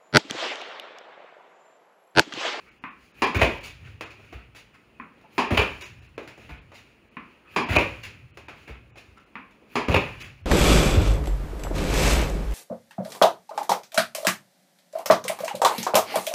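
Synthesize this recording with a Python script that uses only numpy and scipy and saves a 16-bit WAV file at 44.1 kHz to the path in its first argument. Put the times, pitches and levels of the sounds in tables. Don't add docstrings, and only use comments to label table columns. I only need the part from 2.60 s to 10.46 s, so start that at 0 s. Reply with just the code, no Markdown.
import sys
import numpy as np
from scipy import signal
from scipy.fft import rfft, irfft
from scipy.io import wavfile
from scipy.ndimage import uniform_filter1d

SR = 44100
rng = np.random.default_rng(int(sys.argv[2]) if len(sys.argv) > 2 else 0)


def natural_amplitude(level_db):
    exponent = np.asarray(level_db, float) / 20
    return 10 ** exponent


def to_wav(s):
    ch = np.atleast_2d(s).T
    pcm = np.round(np.clip(ch, -1, 1) * 32767)
    wavfile.write(sys.argv[1], SR, pcm.astype(np.int16))


N = 346537
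TAIL = 24576
FAINT_DB = -17

# start_s, peak_db, contact_s, treble_shelf_db, bass_shelf_db
STROKES = [
    (0.62, -9.5, 0.0057, -1, -2.5),
    (2.78, -9.5, 0.0016, -1.8, -2.5),
    (4.962, -10, 0.0021, -1.6, -0.8),
    (7.155, -12, 0.0012, 0.086, -0.5),
]
# start_s, peak_db, contact_s, treble_shelf_db, bass_shelf_db
CATCHES = [
    (0.746, -21, 0.037, 0.8, -3.5),
    (1.724, -34.5, 0.016, -1.5, -2.5),
    (2.907, -17, 0.034, -1, -0.5),
    (3.891, -35, 0.025, -1.5, -4),
    (5.088, -20, 0.087, 0, -4.5),
    (6.075, -35, 0.03, -3.4, -3.5),
    (7.282, -16.5, 0.021, -3, 0.5),
]
# frequency_hz, level_db
MIC = [(20, -22), (55, 2), (1500, 2), (2150, 4.5), (2530, 7), (3100, -4), (4500, -10), (6100, -16),
       (6900, -12), (8300, -27), (9700, -15), (12300, -25.5), (15300, -13.5), (15850, -26), (16100, -49.5)]


def racket_strokes():
    # frequency_hz, level_db
    strings = [(60, -19), (150, -12), (240, -4), (420, -0.5), (540, -8.5), (780, -4.5), (980, 0),
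               (1150, -4), (1450, -15.5), (2400, -12), (3300, -13), (4800, -10), (9000, -14.5),
               (16000, -25)]
    # frequency_hz, width_hz, level_db
    racket_modes = [(242, 23, 0), (399, 55, -4.5), (1700, 114, 1.5), (1070, 190, -8.5), (2394, 72, 0),
                    (3210, 160, 2), (4880, 380, -1)]
    hits = blows(STROKES, strings, direct_db=FAINT_DB, early_db=-14.0, grit_db=FAINT_DB,
                 grain_db=-13.0, rise=0.35, trim_db=-8.5)
    return natural_amplitude(-1.5) * ringing(hits, racket_modes)


def ball_bounces():
    # start_s, peak_db, contact_s, treble_shelf_db, bass_shelf_db
    bounces = [
        (0.239, -26, 0.00019, -10, 0.5),
        (2.399, -27.5, 0.00047, -16, 1.5),
        (4.569, -27, 0.00042, -7, 5),
        (6.755, -27.5, 0.00043, -7, 2),
    ]
    # frequency_hz, level_db
    ball = [(120, -22.5), (200, -5.5), (265, -2), (340, -13.5), (620, -22.5), (900, -12), (1060, -1.5),
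            (1250, -6.5), (1700, -11.5), (2500, -10.5), (3300, -16), (5000, -22), (8000, -33), (16000, -33)]
    return blows(bounces, ball, direct_db=-3, early_db=-10.5, grit_db=FAINT_DB,
                 grain_db=1.5, rise=0.13, trim_db=-5.5)


def cloth_catches():
    # frequency_hz, level_db
    sheet = [(100, 6), (300, 3.5), (550, -4), (1000, -9.5), (1500, -10.5), (2500, -9), (5000, -12.5),
             (16000, -15)]
    return blows(CATCHES, sheet, direct_db=-4.0, early_db=-12.5, grit_db=17.5,
                 grain_db=2.5, rise=0.042, trim_db=-6.0)


def frame_snaps():
    # start_s, peak_db, contact_s, treble_shelf_db, bass_shelf_db
    snaps = [(0.792, -17.5, 0.011, 0, -1), (0.817, -4, 0.011, -3, -2.5), (0.829, -8.5, 0.011, -3, -1.5),
             (0.845, -12.5, .012, -3, -1), (2.949, -19, 0.0091, 1, -7), (2.9765, -6.5, 0.01, -2.5, -9),
             (2.993, -7.5, 0.011, -5.5, -2.5), (3.016, -14, 0.013, -4.5, -3), (5.131, -19, .008, -1, -6),
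             (5.156, -15.5, 0.0083, -1, -8), (5.164, -3.5, 0.011, -1.2, -2), (5.184, -11, 0.017, -6, -2.5),
             (5.209, -17.5, 0.014, -1, -2), (7.315, -18, 0.02, 0, 1), (7.346, -5, 0.006, -0.5, 1),
             (7.36, -8.5, 0.013, -5, -1)]
    # frequency_hz, level_db
    frame = [(100, -10), (240, -4.5), (350, -0.5), (520, 3.5), (700, -5.5), (1000, -3), (1500, -12),
             (2000, -10), (2600, -4), (3400, -9), (5000, -10), (16000, -17.5)]
    early_creak = [0.004, 0, 0, 0, 0]
    return blows(np.subtract(snaps, early_creak), frame, direct_db=3.5, early_db=-14, grit_db=16.0,
                 grain_db=3.5, rise=0.35, trim_db=-9)


def bar_taps():
    # start_s, peak_db, contact_s, treble_shelf_db, bass_shelf_db
    taps = [(0.7468, -16, 0.001, -7, -9), (1.7265, -40, 0.0006, -3, -8), (1.9492, -38.5, 0.0006, -1, -9),
            (2.612, -46.5, .0006, -3, -3), (2.9063, -15, 0.00034, -11, 2), (3.6306, -39, .0006, -2, -3),
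            (3.6759, -32, 0.00048, 1, -10), (3.7771, -36.5, 0.00028, 6, 7.5),
            (3.8924, -40, 0.00066, -8, -9), (4.118, -37.5, 0.002, -9, -4), (5.0893, -25, 0.00047, -7, -3),
            (5.8839, -27.5, 0.001, -7.5, -9), (6.0784, -34, 0.00066, -4, -2), (6.357, -39, .001, -8, -2),
            (6.9092, -49.5, .002, 3, -8), (7.0172, -44.5, 0.0007, 1, 15), (7.2843, -11.5, 0.0006, -6, 1)]
    # start_s, peak_db, contact_s, treble_shelf_db, bass_shelf_db
    clacks = [
        (1.4098, -22.5, 0.0015, -3.5, -6),
        (3.5794, -21, 0.00065, -7.5, 4),
        (5.773, -31.5, 0.00072, 0.5, -2),
    ]
    # frequency_hz, level_db
    bar = [(100, -23.5), (300, 6.5), (600, 4.5), (1000, -1.5), (1800, -7), (3000, -4.5), (6000, -2),
           (16000, -10)]
    # frequency_hz, level_db
    rail = [(100, -23), (300, 6), (480, 4.5), (800, -1.5), (1150, -1), (1800, -5), (3000, -3), (6000, -1.5),
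            (16000, -10)]
    tapping = blows(taps, bar, direct_db=-9.5, early_db=-12.5, grit_db=FAINT_DB,
                    grain_db=3.0, rise=0.3, trim_db=-10)
    clacking = blows(clacks, rail, direct_db=-4, early_db=-11.0, grit_db=-40,
                     grain_db=-1.0, rise=0.17, trim_db=-8.0)
    return tapping + clacking


def pumps(mode_hz=60, mode_t60=0.28):
    # start_s, peak_db, pitch_hz, room_ring_db, length_cycles
    strokes_of_air = [(0.769, -17.5, 90, -14, 0.8), (0.8296, -16, 84.5, -7, 0.61),
                      (1.7574, -36, 66.6, -2, 0.58), (2.9258, -17, 91, -15, 0.57),
                      (2.993, -17.5, 86, -17, 0.75), (3.9265, -35.5, 65.6, -7, 0.79),
                      (5.1134, -17, 89, -11, 0.63), (5.1788, -21.5, 80, -22, 1), (6.11, -35, 72, -8, 0.8),
                      (6.127, -37, 70, -6, .8), (6.49, -48, 85, -8, 0.69), (6.525, -50, 90, -8, .8),
                      (1.3, -46, 100, -10, 2.5), (7.83, -45, 105, -12, 1.4), (7.3012, -16, 90, -16, 0.55),
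                      (7.365, -18.5, 86, -28, 1.1)]
    out, t = np.zeros(N), np.arange(-2048, 16384) / SR
    for s, peak_db, hz, ring_db, turns in strokes_of_air:
        push = np.cos(2 * np.pi * hz * t - .35) * np.exp(-(t * hz / turns) ** 2)
        swell = np.clip(t / 0.025, 0, 1)
        ring = swell * natural_amplitude(ring_db - 60 * t / mode_t60) * np.cos(2 * np.pi * mode_hz * t)
        add(out, s + t[0], natural_amplitude(peak_db) * (push + ring))
    return out


def swings(level_db=-48, build=.008, lead=0.042, from_hz=11000, to_hz=15000, whistle_db=-4):
    # frequency_hz, level_db
    swish = [(2000, -27), (6000, -25), (10000, 0), (13000, 6), (16000, -8)]
    out, t = np.zeros(N), np.arange(-8192, 0) / SR
    speed = 1 / (1 + np.exp(-(t + lead) / build))
    turn = np.cos(2 * np.pi * np.cumsum(from_hz + (to_hz - from_hz) * speed) / SR)
    for row in STROKES:
        hiss, flutter = rng.standard_normal((2, len(t)))
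        whistle = evened(uniform_filter1d(flutter, size=16) * turn) * np.sqrt(speed)
        add(out, row[0] + t[0], evened(coloured(hiss, swish)) * speed + natural_amplitude(whistle_db) * whistle)
    return natural_amplitude(level_db) * out


def shoe_scuffs():
    # start_s, peak_db, contact_s, treble_shelf_db, bass_shelf_db
    scuffs = [(1.03, -30, 0.053, 1, -2), (1.243, -44, 0.064, -5, -2), (1.5, -36.5, 0.032, -8, 1),
              (1.586, -42.5, 0.02, -20, 14), (1.95, -38.5, 0.048, 3, -1), (2.138, -48.5, 0.024, -3, -2),
              (3.207, -28.5, 0.037, -0.5, 0.5), (3.41, -49.5, 0.071, -4, -3), (4.135, -38, 0.062, -1, -5),
              (4.237, -54, 0.099, -2, -2), (5.43, -28, 0.033, -4, -2.2), (6.365, -36, 0.043, -3, -2),
              (6.567, -49, 0.033, -2.2, -2), (7.598, -29, 0.045, 0, -1)]
    # frequency_hz, level_db
    sole = [(100, -15), (400, -2.5), (900, -5.5), (1600, -4.5), (2600, 2), (4500, 6), (7000, 6),
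            (16000, -2)]
    return blows(scuffs, sole, direct_db=1.5, early_db=-10.5, grit_db=26, grain_db=3.0, rise=0.15, trim_db=-10)


def squeaks():
    # start_s, length_s, pitch_hz, width_hz, level_db
    slips = [
        (0.05, 0.056, 1300, 300, -66),
        (0.055, .06, 2200, 250, -66),
        (2.138, 0.034, 1280, 300, -61),
        (2.635, 0.029, 800, 200, -62),
        (4.867, 0.048, 2540, 80, -66),
        (4.839, 0.057, 1300, 200, -63),
        (6.563, 0.037, 1340, 200, -59),
    ]
    out, t = np.zeros(N), np.arange(4096) / SR
    for s, length, hz, width_hz, db in slips:
        pole = np.exp((2j * hz - width_hz) * np.pi / SR)
        slip = signal.lfilter([1], [1, -pole], rng.standard_normal(len(t))).real
        add(out, s, natural_amplitude(db) * evened(slip) * np.sin(np.pi * np.clip(t / length, 0, 1)))
    return signal.oaconvolve(out, room(echoes(), direct_db=3.5, early_db=-25))[:N]


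def stir():
    # frequency_hz, level_db
    sway_colour = [(25, -39), (45, -8.5), (62, -4), (80, -6), (102, 2.5), (135, -5.5), (190, -18.5),
                   (400, -35)]
    # frequency_hz, level_db
    murmur_colour = [(100, -32), (200, 3), (260, -1.5), (400, -3), (700, -10.5), (1200, -12.5), (2000, -26)]
    # frequency_hz, level_db
    rustle_colour = [(700, -27.5), (1300, -4), (2000, -5), (3000, 0.5), (4000, -8.5), (6000, -33)]
    # frequency_hz, level_db
    hiss_colour = [(2500, -33.5), (4200, 0), (8000, -2.5), (16000, -7)]
    # frequency_hz, level_db
    rumble_colour = [(25, -32), (40, -6), (50, -1), (62, -9), (100, -30)]
    # centre_s, half_length_s, rustle_db, hiss_above_rustle_db
    moves = [(0.03, 0.13, -61, -10), (0.45, 0.065, -63.5, -4), (0.61, 0.063, -53.5, -11.5),
             (1.283, 0.093, -55.5, -17), (1.646, 0.097, -57.5, -11.5), (1.788, 0.084, -56, -20),
             (2.19, 0.14, -72.5, -8), (2.6, 0.046, -64, -16), (2.764, .05, -56.5, -9),
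             (3.442, 0.057, -62, -12), (3.84, 0.063, -53, -12), (3.94, 0.073, -54.5, -25),
             (4.2, 0.15, -64.5, -13), (4.72, 0.11, -64, -12.5), (4.946, 0.057, -52.5, -13.5),
             (5.516, 0.1, -56, -16), (6.013, 0.081, -56, -10.5), (6.153, 0.076, -58.5, -25),
             (6.466, 0.13, -66, -8), (7.142, .05, -54.5, -11), (7.64, 0.073, -48.5, -22)]
    # sway_db, murmur_db, rustle_db, hiss_db
    still_db = [-72.5, -63, -65.5, -79]
    hard_db = -25
    hard = [row[0] for row in CATCHES if row[1] > hard_db]
    soft = [row[0] for row in CATCHES if row[1] <= hard_db]

    centre, half, move_db, bright_db = np.transpose(moves)
    bumps = np.exp(-2 * ((np.arange(0, N, 64)[:, None] / SR - centre) / half) ** 2)
    moving = bumps @ natural_amplitude(move_db) ** 2
    follow = swells([row[0] for row in STROKES], top_db=-47, rise=0.1, hold=0.1237, fall_db=82)

    sway, murmur, rustle, hiss = natural_amplitude(still_db) ** 2
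    sway = sway + swells(hard, top_db=-50, rise=0.13, hold=0.41, fall_db=19.5)
    sway = sway + swells(soft, top_db=-55.5, rise=0.15, hold=0.03, fall_db=72)
    sway = sway + natural_amplitude(-6) ** 2 * moving
    murmur = murmur + swells(hard, top_db=-43.5, rise=0.0142, hold=0.1238, fall_db=110)
    murmur = murmur + swells(soft, top_db=-62.5, rise=1, hold=0.05, fall_db=61)
    murmur = murmur + natural_amplitude(-5.5) ** 2 * (moving + follow)
    rustle = rustle + swells(hard, top_db=-44.5, rise=0, hold=0.168, fall_db=59) + follow + moving
    hiss = hiss + swells(hard, top_db=-52, rise=0.0626, hold=0.028, fall_db=56)
    hiss = hiss + bumps @ natural_amplitude(move_db + bright_db) ** 2
    rumble = natural_amplitude(-70.5) ** 2 + 0 * sway
    return (drift(sway_colour, sway, size=2048, patchy_db=1.6)
            + drift(murmur_colour, murmur, size=1024, patchy_db=0.5)
            + drift(rustle_colour, rustle, size=512, patchy_db=1.7)
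            + drift(hiss_colour, hiss, size=512, patchy_db=1.0)
            + drift(rumble_colour, rumble, size=2048, patchy_db=0.6))


def blows(rows, body, direct_db, early_db, grit_db, grain_db, rise, trim_db):
    out, t, size = np.zeros(N), np.arange(8192) / SR, TAIL + 12288
    tails = [echoes() for _ in range(4)]
    mic = rfft(causal(MIC), size)
    for k, (s, peak_db, contact, bright_db, heavy_db) in enumerate(rows):
        u = t / max(contact, 1e-4)
        roughness = np.clip(rng.standard_normal(len(t) // 64), -1.5, 1.5).repeat(64)
        envelope = (1 - np.exp(-u / rise)) * np.exp(-u ** 2)
        grit = rng.standard_normal(len(t)) * natural_amplitude(grain_db * roughness) * envelope
        push = (t == 0) + natural_amplitude(grit_db) * grit / np.linalg.norm(grit)
        space = room(tails[k % len(tails)], direct_db, early_db)
        sound = rfft(push, size) * rfft(space, size) * rfft(causal(body, bright_db, heavy_db), size)
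        loudest = np.sqrt(uniform_filter1d(irfft(sound * mic)[:len(t)] ** 2, 400).max())
        add(out, s, natural_amplitude(peak_db + trim_db) * irfft(sound)[:TAIL] / loudest)
    return out


def ringing(x, modes):
    out = x
    for hz, width_hz, db in modes:
        pole = np.exp((2j * hz - width_hz) * np.pi / SR)
        out = out + 2 * natural_amplitude(db) * signal.lfilter([1 - abs(pole)], [1, -pole], x).real
    return out


def room(tail, direct_db, early_db):
    out = tail.copy()
    near = (np.geomspace(50, 600, 10) * rng.uniform(.9, 1.1, 10)).astype(int)
    out[near] += natural_amplitude(early_db) * rng.choice([-1., 1.], 10) * (near / 100) ** -.3
    out[0] = natural_amplitude(direct_db)
    return out


def echoes():
    # frequency_hz, t60_s
    walls = [(60, 0.95), (150, 0.43), (330, 0.35), (900, 0.38), (2400, 0.41), (6000, 0.31), (15000, 0.21)]
    taps = np.zeros(TAIL)
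    at = np.arange(40, TAIL - 12, 12)
    taps[at + rng.integers(0, 12, len(at))] = rng.choice([-1., 1.], len(at))
    hz, t, z = signal.stft(taps, SR, nperseg=512)
    decay = natural_amplitude(-60 * t / read(walls, hz)[:, None])
    tail = signal.istft(z * decay, SR, nperseg=512)[1][:TAIL]
    tail *= 1 - np.exp(-np.arange(TAIL) / SR / 0.0042)
    return tail / np.linalg.norm(tail)


def drift(body, power, size, patchy_db):
    frames, hz = 4 * N // size + 5, np.fft.rfftfreq(size, 1 / SR)
    hz = hz[hz < 1.2 * body[-1][0]]
    a, b, patches = rng.standard_normal((3, frames, len(hz))).transpose(0, 2, 1)
    patches = evened(uniform_filter1d(uniform_filter1d(patches, 6, 0), 8, 1))
    z = np.zeros((size // 2 + 1, frames), complex)
    z[:len(hz)] = (a + 1j * b) * natural_amplitude(read(body, hz)[:, None] + patchy_db * patches)
    noise = signal.istft(z, nperseg=size, noverlap=3 * size // 4)[1][:N]
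    level = np.interp(np.arange(N), np.arange(0, N, 64), np.sqrt(power))
    return noise / np.std(coloured(noise[:2 * SR], MIC)) * level


def swells(times, top_db, rise, hold, fall_db):
    t = np.arange(0, N, 64)[:, None] / SR - np.asarray(times)
    shape = np.clip(t / rise, 0, 1) * natural_amplitude(top_db - fall_db * np.maximum(t - rise - hold, 0))
    return (shape ** 2).sum(1)


def causal(points, bright_db=0., heavy_db=0.):
    hz = abs(np.fft.fftfreq(4096, 1 / SR))
    treble_db = bright_db * read([(1500, 0), (8000, 1)], hz)
    bass_db = heavy_db * read([(500, 1), (1500, 0)], hz)
    log_gain = np.log(natural_amplitude(read(points, hz) + treble_db + bass_db))
    return np.fft.ifft(np.exp(np.conj(signal.hilbert(log_gain)))).real[:2048]


def coloured(x, points):
    return signal.oaconvolve(x, causal(points))[:len(x)]


def read(points, hz):
    f, value = np.transpose(points)
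    return np.interp(np.log(hz + 1), np.log(f + 1), value)


def evened(x):
    return x / np.sqrt(np.mean(x ** 2) + 1e-20)


def add(mix, s, sound):
    part = mix[round(s * SR):][:len(sound)]
    part += sound[:len(part)]


def treble_dips(x, depth_db=-22):
    # centre_s, length_s, above_hz, share_surviving
    dropouts = [(0.105, .02, 3800, .3), (0.205, .03, 3600, .35), (0.297, .016, 3800, .2),
                (0.53, .02, 4000, .3), (1.45, .016, 3800, .5), (0.66, .012, 5600, .2),
                (0.79, .016, 3000, .45), (1.0, .016, 3600, .5), (3.24, .03, 3000, .65),
                (3.41, .022, 4000, .55), (3.478, .018, 4500, .55), (3.573, .007, 4200, .1),
                (4.005, .022, 4500, .3), (4.5, .022, 4000, .3), (5.055, .014, 5000, .3),
                (5.178, .014, 3100, .2), (5.728, .03, 3600, .3), (5.879, .011, 4000, .2),
                (6.332, .045, 3100, .3), (6.592, .012, 4000, .35), (6.653, .014, 3600, .4),
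                (7.636, .016, 3500, .5), (7.84, .045, 3800, .4)]
    hz, t, z = signal.stft(x, SR, nperseg=512, noverlap=448)
    luck = rng.random((len(dropouts), 129)).repeat(2, axis=1)[:, :len(hz)]
    luck = luck + (hz > 7500) * .3
    for (s, length, edge_hz, share), draw in zip(dropouts, luck):
        lost = (hz > edge_hz) & (draw > share)
        z[:, abs(t - s) < length / 2] *= natural_amplitude(depth_db * lost)[:, None]
    return signal.istft(z, SR, nperseg=512, noverlap=448)[1][:N]


def scene():
    impacts = racket_strokes() + ball_bounces() + cloth_catches() + frame_snaps() + bar_taps()
    return (impacts + pumps() + swings() + shoe_scuffs() + squeaks() + stir())[None]


def top_cut(x):
    return signal.sosfilt(signal.butter(12, 16760, fs=SR, output="sos"), x)


def record(dry):
    # frequency_hz, level_db
    preamp = [(3000, -6), (6000, -24.5), (9000, 5), (12000, -6), (15700, 1), (16000, -42)]
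    hiss = natural_amplitude(-85.5) * evened(coloured(rng.standard_normal(N), preamp))
    mix = treble_dips(coloured(dry[0], MIC) + hiss)[None]
    return top_cut(mix)


dry = scene()
out = record(dry)
to_wav(out)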